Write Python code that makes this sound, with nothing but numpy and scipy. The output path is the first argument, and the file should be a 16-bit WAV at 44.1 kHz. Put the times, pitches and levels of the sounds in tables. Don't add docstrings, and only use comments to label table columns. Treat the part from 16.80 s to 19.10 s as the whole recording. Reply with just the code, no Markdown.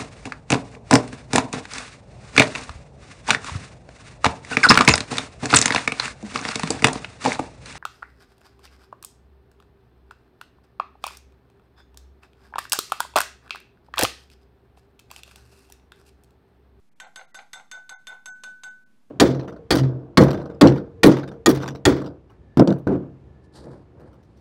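import sys
import numpy as np
from scipy import signal
from scipy.fft import rfft, irfft
from scipy.io import wavfile
from scipy.ndimage import uniform_filter1d

SR = 44100
rng = np.random.default_rng(int(sys.argv[2]) if len(sys.argv) > 2 else 0)


def attenuation_scalar(level_db):
    decades = np.asarray(level_db, float) / 20
    return 10 ** decades


def digitize_waveform(pressure):
    field = np.atleast_2d(pressure).T
    bounded = np.clip(field, -1, 1)
    quanta = np.round(bounded * 32767).astype(np.int16)
    wavfile.write(sys.argv[1], SR, quanta)


N = 101429
T = np.arange(N) / SR
RING_T = np.arange(SR // 2) / SR

# [t/s, crack level/dB, jug hum level/dB, middle ring level/dB, high ring level/dB]
TAPS = [
    (.2005, -34.5, -36, -50, -49.5),
    (0.3591, -35.5, -38.5, -53, -46.5),
    (.5445, -32, -36.5, -49.5, -43.5),
    (.732, -29.5, -37, -41.5, -41.5),
    (.914, -33.5, -37.5, -45.5, -47),
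    (1.093, -35.5, -39.5, -51.5, -46),
    (1.270, -34.5, -37.5, -44, -46.5),
    (1.458, -35.5, -37, -55, -44),
    (1.636, -33, -37, -50.5, -47.5),
    (1.835, -38, -36.5, -55, -43),
]
# [hum t60/s, patter level/dB, patter peak after the knock/s]
AFTER = [
    (0.082, -51, 0.034),
    (0.11, -48.5, 0.03),
    (0.11, -51.5, 0.037),
    (0.13, -51, 0.037),
    (0.43, -52, 0.033),
    (0.33, -49, 0.027),
    (0.37, -50, .04),
    (0.49, -58.5, 0.032),
    (.48, -58, 0.013),
    (0.42, -55, 0.024),
]
# [f/Hz, level/dB, t60/s]
HOLLOW = [(525, -9, 0.082), (619, -18.5, 0.11), (679.4, -7, 0.1), (758, 4, 0.08), (826.7, 2.5, 0.044),
          (943, -4, 0.032), (1084, -5.5, 0.052), (1405, 7, 0.036), (1551.4, 3.5, 0.066)]
# [f/Hz, level/dB, t60/s]
HOLLOW_TOP = [(1760, -3, 0.017), (2020, 5, 0.025), (2210, 6.5, 0.018), (2490, -6, .02), (2720, -49, 0.0069),
              (3560, -4, 0.013), (4040, -6.5, 0.014)]
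# [f/Hz, level per Hz/dB]
CRACK = [(300, -18), (1100, 2.5), (2200, 2.5), (4400, 0), (5400, -7), (8200, -0.5), (8700, -15),
         (13000, -25)]
SCATTER_DB, FLUTTER_DB = 2, 3.5


def level(x, db):
    return x * attenuation_scalar(db) / np.sqrt(np.mean(x ** 2))


def colour(x, points):
    hz, db = np.array(points).T
    log_hz = np.log(np.fft.rfftfreq(len(x), 1 / SR) + 1)
    return irfft(rfft(x) * attenuation_scalar(np.interp(log_hz, np.log(hz), db)), len(x))


def ring(modes, scatter_db=0., flutter_db=0.):
    hz, db, t60 = np.array(modes).T[:, :, None]
    chance = rng.standard_normal((len(modes), 102))
    flutter_per_s = 150
    flutter = np.array([np.interp(RING_T * flutter_per_s, np.arange(100), row[2:]) for row in chance])
    gain = attenuation_scalar(db + scatter_db * chance[:, :1] + flutter_db * flutter - 60 * RING_T / t60)
    return np.sum(gain * np.sin(2 * np.pi * hz * RING_T) * np.sign(chance[:, 1:2]), axis=0)


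def add(out, s, x):
    i = int(s * SR)
    out[i:i + len(x)] += x[:N - i]


def walk(rate):
    k = int(SR / rate)
    return level(uniform_filter1d(uniform_filter1d(rng.standard_normal(N), k), k), 0)


def hush():
    # [f/Hz, level per Hz/dB]
    tone_points = [(20, -3), (60, -12), (160, 1), (300, -4), (420, -10), (1000, -12.5), (12500, -27.5),
                   (15500, -38)]
    # [t/s, level/dB]
    drone_points = [(0, -79.5), (1.45, -74.5), (1.6, -66.5), (1.848, -75.5), (2.3, -68.5)]
    drone_hz, drone_width_hz, flicker_db = 222, 25, 2
    peak = signal.iirpeak(drone_hz, drone_hz / drone_width_hz, fs=SR)
    drone = signal.lfilter(*peak, rng.standard_normal(N))
    drone_db = np.interp(T, *np.array(drone_points).T) + flicker_db * walk(17.4)
    tone = level(colour(rng.standard_normal(N), tone_points), -70.5) * attenuation_scalar(0.27 * walk(18))
    return tone + level(drone, 0) * attenuation_scalar(drone_db)


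def room(x):
    t60_s, top_t60_s, split_hz, tail_db, gap_s = 0.32, 0.29, 1440, -10.5, 0.0075
    noise = rng.standard_normal(len(RING_T))
    low = signal.lfilter(*signal.butter(1, split_hz, fs=SR), noise)
    tail = low * attenuation_scalar(-60 * RING_T / t60_s) + (noise - low) * attenuation_scalar(-60 * RING_T / top_t60_s)
    tail = tail * (RING_T > gap_s)
    return signal.fftconvolve(x, tail * attenuation_scalar(tail_db) / np.sqrt(np.sum(tail ** 2)))[:N]


def hob():
    # [f/Hz, level/dB, t60/s]
    plate = [(104.7, -7, 0.19), (150.6, -0.5, 0.24), (201, -2.5, .2), (287, 3, .15), (394, -6, .1)]
    boom_db, rise_s = -65.5, 0.026
    out = np.zeros(N)
    swell = 1 - np.exp(-RING_T / rise_s)
    for tap in TAPS:
        add(out, tap[0], attenuation_scalar(boom_db) * ring(plate, SCATTER_DB, FLUTTER_DB) * swell)
    return out


def rocks():
    # [t/s, level/dB, brightness/dB]
    landings = [(.246, -47, 3), (.267, -46, -22), (.393, -44, 3.5), (.412, -41, 1.5), (.589, -38, 4.5),
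                (.606, -41, -13), (.797, -44, -1.5), (.975, -48, -21), (1.129, -55, -11), (1.322, -55, 5),
                (1.675, -45.5, -23), (2.243, -96, -8)]
    contact_s, scrape_db, scrape_t60_s = 0.00075, -11, .06
    out = np.zeros(N)
    soft = 1 - np.exp(-RING_T / contact_s)
    dull = list(CRACK[:4]) + [(6000, -42)]
    for s, db, top_db in landings:
        scrape = level(colour(rng.standard_normal(len(soft)), dull), db + top_db + scrape_db)
        add(out, s, scrape * attenuation_scalar(-60 * RING_T / scrape_t60_s))
        body = ring(HOLLOW, SCATTER_DB, FLUTTER_DB)
        body = body + attenuation_scalar(top_db) * ring(HOLLOW_TOP, SCATTER_DB, FLUTTER_DB)
        add(out, s, attenuation_scalar(db - 10) * soft * body)
    return out


def patter():
    grains_per_s, spread_db, sharpness, top_db = 1300, 2, 1.93, -4
    swell = 0
    for tap, (_, db, peak_s) in zip(TAPS, AFTER):
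        age = np.maximum(T - tap[0], 0) / peak_s
        swell = swell + attenuation_scalar(db) * (age * np.exp(1 - age)) ** sharpness
    draw = rng.random((3, N))
    force = attenuation_scalar(-spread_db * np.log(draw[2] + 1e-9))
    grains = (draw[0] < grains_per_s / SR) * np.sign(draw[1] - .5) * force
    body = ring(HOLLOW) + attenuation_scalar(top_db) * ring(HOLLOW_TOP)
    return level(signal.fftconvolve(grains, body), 0)[:N] * swell


def hum():
    hum_hz, grip_shift_hz_s = 1499, 1.5
    rise_s, settle_s, flutter_db = .006, .04, 1.5
    hold_share = .11
    out = np.zeros(N)
    for tap, (t60, _, _) in zip(TAPS, AFTER):
        shudder_db = flutter_db / (2 * t60) * np.exp(-RING_T / settle_s)
        note = ring([(hum_hz + grip_shift_hz_s / t60, tap[2], t60)], flutter_db=shudder_db)
        hold = attenuation_scalar(60 * np.minimum(RING_T / t60, hold_share))
        add(out, tap[0], note * hold * (1 - np.exp(-RING_T / rise_s)))
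    return out


def taps():
    middle_hz = [1188, 1960, 2099, 3575, 3612, 3661, 4398, 4786]
    # [level/dB, t60/s]
    middle_decay = [(-23, .5), (-9, .1), (-7, .11), (0, .23), (-7, .14), (-12, .18), (-13, .04), (-14, .05)]
    high_hz = [6351, 6375, 6837, 7658, 7812, 8344, 9110, 10030, 11060]
    # [level/dB, t60/s]
    high_decay = [(0, .15), (-6, .13), (-18, .07), (-18, .26), (-9, .12), (-14, .12), (-22, .06),
                  (-25, .14), (-11, .13)]
    crack_t60_s = 0.031
    out = np.zeros(N)
    middle = np.column_stack([middle_hz, middle_decay])
    high = np.column_stack([high_hz, high_decay])
    for s, crack_db, _, mid_db, high_db in TAPS:
        crack = level(colour(rng.standard_normal(len(RING_T)), CRACK), crack_db)
        add(out, s, crack * attenuation_scalar(-60 * RING_T / crack_t60_s))
        add(out, s, attenuation_scalar(mid_db) * ring(middle, SCATTER_DB, FLUTTER_DB))
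        add(out, s, attenuation_scalar(high_db) * ring(high, SCATTER_DB, FLUTTER_DB))
    return out


def scene():
    body_low_hz, input_db = 405, 1
    thin = signal.butter(4, body_low_hz, "high", fs=SR, output="sos")
    near = signal.sosfilt(thin, taps() + patter() + rocks())
    return (attenuation_scalar(input_db) * (near + room(near)) + hum() + hob())[None]


def starve(x):
    # [t/s, length/s, above f/Hz, kept range level/dB]
    moments = [
        (.105, .016, 2500, -6),
        (.147, .018, 2500, -8),
        (.255, .018, 2500, -28),
        (.468, .016, 2500, -14),
        (.533, .022, 1800, 0),
        (1.163, .04, 100, -24),
        (1.525, .04, 400, -30),
        (1.898, .014, 2000, -40),
        (2.05, .016, 400, -20),
    ]
    lost = np.zeros(N)
    for s, length, above_hz, keep_db in moments:
        n = int(2 * length * SR)
        start = int(s * SR) - n // 2
        fade = np.sqrt(signal.windows.tukey(n, .7))
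        bins = rfft(x[start:][:n] * fade)
        power = uniform_filter1d(np.abs(bins) ** 2, size=5)
        weak = (power < power.max() * attenuation_scalar(2 * keep_db)) & (np.fft.rfftfreq(n, 1 / SR) > above_hz)
        add(lost, (start + .5) / SR, irfft(bins * weak, n) * fade)
    return x - lost


def band_limit(x):
    return signal.sosfilt(signal.butter(12, 15300, fs=SR, output="sos"), x)


def record(dry):
    clip, knee, lopsided, sound_top_hz, offset = .022, 5, 3., 12900, .0017
    x = dry[0] / (1 + np.abs(dry[0] / clip) ** knee) ** (1 / knee)
    x = x - lopsided * x ** 2
    x = signal.sosfilt(signal.ellip(8, .1, 60, sound_top_hz, fs=SR, output="sos"), x)
    mix = starve(x + hush()) + offset
    return band_limit(mix[None])


dry = scene()
out = record(dry)
digitize_waveform(out)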